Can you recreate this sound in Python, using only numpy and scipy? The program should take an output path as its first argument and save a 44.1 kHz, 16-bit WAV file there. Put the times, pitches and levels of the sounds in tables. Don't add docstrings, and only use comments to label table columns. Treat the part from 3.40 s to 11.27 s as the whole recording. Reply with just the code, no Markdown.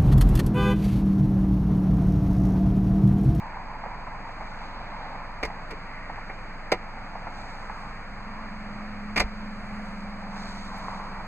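import sys
import numpy as np
from scipy import signal
from scipy.fft import rfft, irfft, next_fast_len
from scipy.io import wavfile
from scipy.ndimage import uniform_filter1d, map_coordinates

SR = 44100
rng = np.random.default_rng(int(sys.argv[2]) if len(sys.argv) > 2 else 0)


def master_out(mix):
    frames = np.transpose(np.atleast_2d(mix))
    ceiling = np.clip(frames, -1, 1)
    pcm = np.round(ceiling * 32767).astype(np.int16)
    wavfile.write(sys.argv[1], SR, pcm)


N = 347067

# frequency in Hz, relative spectral density in dB.
RUSH_COLOUR = [(15, -8), (32, -7.5), (48, 7), (72, -9.5), (105, 1.5), (145, -1.5), (190, -1.5), (290, -5.5),
               (360, -13), (600, -4.5), (1200, -3), (2350, -8), (2850, -22.5), (4000, -58)]
HISS_COLOUR = [(2000, -14), (3000, -3), (3800, -4), (4650, 2.5), (5700, -14.5), (6500, -11), (7100, -17),
               (7700, -15), (8900, -28), (9800, -19.5), (11000, -47.5), (15000, -63)]
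FIZZ_COLOUR = [(5000, -23), (9000, 5.5), (11500, 0.5), (13500, -15), (15000, -18.5)]
KNOCK_COLOUR = [(100, -8.5), (350, -6), (550, 1.5), (800, 4.5), (1300, 1), (2200, -2.5), (3200, -27.5),
                (9000, -64), (15000, -89)]
CLOTH_COLOUR = [(2000, -23), (3200, -4.5), (4500, 4), (5600, -7), (6500, -6), (8000, -13), (9500, -20.5),
                (11500, -31.5), (15000, -46)]
PANEL_COLOUR = [(90, -9.5), (170, -5), (450, -1.5), (900, -2), (1650, -3.5), (2300, 0.5), (3100, -9.5),
                (4600, -8.5), (5500, -17), (6500, -19), (8700, -29), (9800, -22.5), (15000, -41)]
# multiple of the firing rate, level in dB.
IDLE_HARMONICS = [(1, -40), (2, -51.5), (4, -65.5), (8, -60)]
# time in seconds, pitch in Hz, main tone in dB, lower beating tone in dB.
DRONE_PATH = [(2.5, 209.5, -62, -60), (3.2, 209, -54.5, -61), (4.6, 208.9, -55, -53.5),
              (4.95, 217.6, -46, -49.5), (5.3, 208.9, -41.5, -50), (5.75, 207.3, -38.5, -64),
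              (5.97, 211.3, -41.5, -47), (6.6, 208.3, -41, -44.5), (7.4, 204.6, -46, -46),
              (7.87, 196.6, -48.5, -52)]
# frequency ratio to the main tone, level against it in dB.
DRONE_COMPANIONS = [(.46, -13), (1.191, -14.5)]
# middle and length in seconds, level in dB, centre and width in Hz.
HAND_RUBS = [(0.293, 1.85, -42, 916, 267), (1.605, 1.78, -43.5, 922, 360), (3.79, 1.1, -45, 840, 225),
             (4.4, 0.33, -43, 1100, 495), (4.93, 0.47, -45.5, 1020, 280), (6.918, 0.77, -46, 886, 400),
             (7.547, 0.66, -40, 996, 460)]
# start in seconds, relative level in dB, pitch in Hz.
HAND_KNOCKS = [(0.437, -25.5, 850), (0.459, -27, 520), (0.667, -25.5, 940), (0.888, -28, 650),
               (1.008, -24.5, 690), (1.655, -29, 630), (1.752, -27, 850), (2.1, -26.5, 800),
               (2.695, -25, 860), (2.779, -26, 815), (3.752, -25, 764), (3.867, -23.5, 785),
               (4.294, -23, 930), (6.391, -30.5, 694), (6.963, -26.5, 820), (7.482, -24, 930),
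               (7.595, -26.5, 990)]
# middle and length in seconds, level in dB, tilt in dB per octave.
SLEEVE_STROKES = [(1.1, 0.47, -59.5, -1), (1.46, 0.94, -57, -14), (4.076, .36, -58, 1),
                  (4.32, 0.44, -64, 7), (6.45, 0.48, -65.5, 11), (7.12, 0.41, -50, -1),
                  (7.46, 0.45, -54.5, 0)]
# start in seconds, level in dB, flex in dB, flex centre in Hz, brightness in dB,
# its lower edge in Hz, t60 in seconds, time between rebounds in seconds.
LID_BLOWS = [(2.0333, -17.5, 4.5, 430, -4, 3300, 0.022, 0.002),
             (2.0495, -32, 10, 450, 3, 3300, 0.035, .004), (2.0537, -31, -1, 500, 7, 3500, 0.024, 0.0044),
             (2.3102, -31, 2.5, 800, 1, 6510, 0.03, 0.0036), (2.319, -39, 17, 360, -11, 3300, 0.053, .006),
             (2.899, -27.5, 0.5, 650, -30, 3000, 0.043, 0.0048),
             (3.3215, -13, 3.5, 320, 0.5, 3300, 0.024, .002),
             (3.3262, -23, 10, 800, 0, 3300, 0.022, 0.0018),
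             (3.339, -31.5, 9.5, 780, -5, 3300, 0.037, .005),
             (5.7643, -16.5, -2, 560, -3, 3300, 0.037, .003),
             (5.777, -15.5, -6, 600, 0.5, 5500, 0.041, .002),
             (5.802, -12.5, -4.5, 420, 4, 3300, 0.021, 0.0029),
             (5.809, -19.5, 4, 700, -5, 3300, 0.023, 0.0032), (5.8146, -24.5, 7, 660, 0, 3300, 0.027, .006),
             (7.3835, -45, -4, 501, 27, 8500, .007, .001)]
# centre in Hz, width in Hz, level over the clatter in dB.
LID_MODES = [(172, 24, 6.5), (343, 28, -13), (440, 56, 2), (490, 28, -10), (597, 39, 1.5), (734, 37, 8),
             (867, 36, -3.5), (990, 36, 0.5), (1218, 54, 2.5), (1854, 135, -2), (2130, 114, 1.5),
             (2340, 72, 1.5), (4540, 200, -3), (4900, 200, 3.5), (6230, 120, -2), (7850, 140, 4.5)]
# frequency in Hz, t60 in seconds.
CABIN_DECAY = [(200, 0.098), (1000, 0.054), (4000, 0.083), (12000, 0.032)]
# start in seconds, level in dB.
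AIR_PUSHES = [(2.042, -27), (5.799, -22.5), (5.843, -23)]
# middle and length in seconds, level in dB, centre and width in Hz.
GUIDE_SCRAPES = [(2.562, 0.22, -43.5, 1970, 420), (2.754, .2, -46.5, 1780, 696)]
# start in seconds, strength in dB.
BIN_JOLTS = [(3.3197, -0.5), (5.8, -13.5)]
# frequency in Hz, relative level in dB, t60 in seconds.
BIN_MODES = [(178.5, -30.5, 0.23), (344, -15.5, 0.049), (492, -15, 0.067), (595, -16.5, 0.041),
             (754, -24.5, 0.072), (836, -31, 0.1)]
# frequency in Hz, left-right correlation before limiting.
PORT_CORRELATION = [(300, 0.98), (900, 0.94), (1600, 0.78), (2350, 0.92), (2780, -0.21), (3080, -0.91),
                    (3500, -1.022), (4600, -0.69), (5400, -1.125), (5850, -0.57), (6300, 0.98),
                    (6800, 0.65), (7800, 0.88), (8700, 0.5), (9900, -1.13), (11500, 0.068)]


def amp(db):
    return 10 ** (np.asarray(db) / 20)


def unit(x):
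    return x / np.sqrt(np.mean(x ** 2) + 1e-20)


def along(points, hz):
    frequencies, values = np.transpose(points)
    return np.interp(np.log(hz + 1), np.log(frequencies + 1), values)


def wobble(rate):
    knots = rng.standard_normal(int(N * rate / SR) + 4)
    return map_coordinates(knots, [np.arange(N) * rate / SR])


def filtered(x, response):
    n = x.shape[-1]
    size = next_fast_len(n + SR // 10)
    return irfft(rfft(x, size) * response(np.fft.rfftfreq(size, 1 / SR)), size)[..., :n]


def noise(colour):
    return unit(filtered(rng.standard_normal((2, N)), lambda hz: amp(along(colour, hz))))


def add(track, s, sound):
    part = track[:, round(s * SR):][:, :sound.shape[-1]]
    part += sound[..., :part.shape[-1]]


def fade(t, t60, rise_s):
    return np.exp(-np.log(1000) * t / t60) * (1 - np.exp(-t / rise_s))


def swell(t, middle, length):
    return np.exp(-(2 * (t - middle) / length) ** 2)


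def bump(hz, centre_hz, spread):
    return np.exp(-(np.log((hz + 1) / centre_hz) / spread) ** 2)


def resonance(hz, centre_hz, width_hz):
    return 1j * hz * width_hz / (centre_hz ** 2 - hz ** 2 + 1j * hz * width_hz)


def scatter(t60, rise_s, even_hz=90):
    t = np.arange(SR // 4) / SR
    shape = fade(t, t60, rise_s)
    spectrum = rfft(rng.standard_normal((2, len(t))) * shape, SR)
    spectrum /= np.sqrt(np.abs(uniform_filter1d(np.abs(spectrum) ** 2, even_hz)) + 1e-12)
    burst = irfft(spectrum, SR)[:, :len(t)]
    return burst * np.linalg.norm(shape) / np.linalg.norm(burst, axis=1, keepdims=True)


def air(rush_db=-41, hiss_db=-58.5, fizz_db=-93.5, hiss_db_per_s=0.3242, fizz_db_per_s=2):
    t = np.arange(N) / SR
    rush = amp(rush_db + 0.12 * wobble(2.6) + wobble(12) / 2) * noise(RUSH_COLOUR)
    hiss = amp(hiss_db + hiss_db_per_s * t + wobble(3.48) / 2) * noise(HISS_COLOUR)
    fizz = amp(fizz_db + fizz_db_per_s * t + wobble(5)) * noise(FIZZ_COLOUR)
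    return rush + hiss + fizz


def engine(firing_hz=22.04, drift=0.00814):
    phase = 2 * np.pi * np.cumsum(firing_hz * (1 + drift * wobble(3.04))) / SR
    return sum(amp(db + np.sqrt(k) * wobble(5.7) / 2) * unit(np.sin(k * phase))
               for k, db in IDLE_HARMONICS)


def distant_machine(lower_ratio=.906, waver_db=1, waver_hz=0.826):
    times, *columns = np.transpose(DRONE_PATH)
    hz, main_db, lower_db = [np.interp(np.arange(N) / SR, times, column) for column in columns]
    phase = 2 * np.pi * np.cumsum(hz + waver_hz * wobble(8)) / SR

    def tone(ratio, db):
        return amp(db + waver_db * wobble(9.9)) * unit(np.sin(ratio * phase + 0.42 * wobble(9)))

    beating = tone(1, main_db) + tone(lower_ratio, lower_db)
    return beating + sum(tone(ratio, main_db + db) for ratio, db in DRONE_COMPANIONS)


def rubs(steepness=2.2, flutter_db=2.1):
    out, t = np.zeros((2, N)), np.arange(N) / SR
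    for s, length, db, centre_hz, width_hz in HAND_RUBS:
        band = lambda hz: 1 / (1 + ((hz - centre_hz) / width_hz) ** 2) ** steepness
        out += amp(db) * swell(t, s, length) * unit(filtered(rng.standard_normal((2, N)), band))
    return out * amp(flutter_db * np.tanh(wobble(25)))


def knocks(level_db=-3.7, t60=0.066, hollow_db=10):
    out, margin = np.zeros((2, N)), SR // 100
    for s, db, pitch_hz in HAND_KNOCKS:
        tone = lambda hz: unit(amp(along(KNOCK_COLOUR, hz) + hollow_db * bump(hz, pitch_hz, 0.26)))
        burst = np.pad(scatter(t60, rise_s=0.0017), ((0, 0), (margin, 0)))
        add(out, s - margin / SR, amp(db + level_db) * filtered(burst, tone))
    return out


def sleeve(pivot_hz=5000, folds_db=1.8, grain_db=2):
    out, t = np.zeros((2, N)), np.arange(N) / SR
    for s, length, db, tilt_db in SLEEVE_STROKES:
        tilt = lambda hz: amp(tilt_db * np.log2(np.maximum(hz / pivot_hz, 1 / 2)))
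        out += amp(db) * swell(t, s, length) * unit(filtered(noise(CLOTH_COLOUR), tilt))
    return out * unit(amp(folds_db * wobble(22) + grain_db * wobble(700)))


def contacts(s, db, flex_db, bright_db, rebound_s, lead_s=.0037, loss_db=7, fuller_db=2):
    touch = (s - lead_s, db - 5, flex_db - fuller_db, bright_db + 2.5)
    hits = [(s + k * rebound_s, db - k * loss_db, flex_db + k * fuller_db, bright_db) for k in range(3)]
    return [touch] + hits


def contact_tone(hz, flex_db, flex_hz, bright_db, edge_hz):
    treble = 1 / (1 + (edge_hz / (hz + 1)) ** 6)
    return amp(flex_db * bump(hz, flex_hz, spread=0.55) + bright_db * treble)


def plastic(hz):
    ring = sum(amp(db) * resonance(hz, centre, width) for centre, width, db in LID_MODES)
    response = amp(along(PANEL_COLOUR, hz)) * (1 + ring)
    return response / np.sqrt(np.mean(np.abs(response) ** 2))


def lid():
    blows = np.zeros((2, N))
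    for start, level_db, flex_db, flex_hz, bright_db, edge_hz, t60, rebound_s in LID_BLOWS:
        for s, db, flex, bright in contacts(start, level_db, flex_db, bright_db, rebound_s):
            tone = lambda hz: contact_tone(hz, flex, flex_hz, bright, edge_hz)
            add(blows, s, amp(db) * filtered(scatter(t60, rise_s=0.000092), tone))
    return filtered(blows, plastic)


def cabin(x):
    hz, t, spectra = signal.stft(rng.standard_normal((2, SR // 4)), SR, nperseg=256)
    decay = fade(t, along(CABIN_DECAY, hz)[:, None], rise_s=0.0086)
    _, tail = signal.istft(spectra * decay, SR, nperseg=256)
    return signal.fftconvolve(x, tail / np.linalg.norm(tail[0]), axes=1)[:, :N]


def pumped_air(boom_hz=46, t60=0.16):
    out, t = np.zeros((2, N)), np.arange(SR // 2) / SR
    for s, db in AIR_PUSHES:
        add(out, s, amp(db) * np.sin(2 * np.pi * boom_hz * t) * fade(t, t60, rise_s=0.0012))
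    return out


def scrapes(slips_per_s=420, uneven_db=3):
    out, t = np.zeros((2, N)), np.arange(N) / SR
    for s, length, db, centre_hz, width_hz in GUIDE_SCRAPES:
        slips = (rng.random(N) < slips_per_s / SR) * amp(uneven_db * rng.standard_normal((2, N)))
        ringing = filtered(slips, lambda hz: resonance(hz, centre_hz, width_hz) ** 2)
        out += amp(db) * swell(t, s, length) * unit(ringing)
    return out


def hollow_bin():
    out, t = np.zeros((2, N)), np.arange(SR // 2) / SR
    for s, jolt_db in BIN_JOLTS:
        for k, (hz, db, t60) in enumerate(BIN_MODES):
            mode = np.sin(2 * np.pi * hz * t) * fade(t, t60, rise_s=0.00052)
            add(out[:1], s, (-1) ** k * amp(jolt_db + db) * mode)
    return out


def microphone(pair, min_correlation, lead_s=.000045, lead_hz=1900, right_db=.6):
    def mid_side_gains(hz):
        correlation = np.clip(along(PORT_CORRELATION, hz), min_correlation, .995)
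        angle = np.arccos(correlation) / 2
        return np.array([np.cos(angle), 1j * np.sin(angle)])

    mid, side = filtered(pair, mid_side_gains)
    lead = lambda hz: np.exp(1j * np.pi * hz * lead_s / (1 + (hz / lead_hz) ** 6))
    left = filtered(mid + side, lead) * amp(-right_db / 2)
    right = filtered(mid - side, lambda hz: 1 / lead(hz)) * amp(right_db / 2)
    return np.array([left, right])


def scene(cabin_db=-14):
    box = lid() + hollow_bin()
    near = box + amp(cabin_db) * cabin(box) + pumped_air() + knocks()
    foreground = microphone(near, min_correlation=-.86)
    around = air() + rubs() + sleeve() + scrapes() + engine() + distant_machine()
    return foreground + microphone(around, min_correlation=-.995)


def record(dry, top_hz=15300):
    return filtered(dry, lambda hz: 1 / (1 + (hz / top_hz) ** 160))


dry = scene()
out = record(dry)
master_out(out)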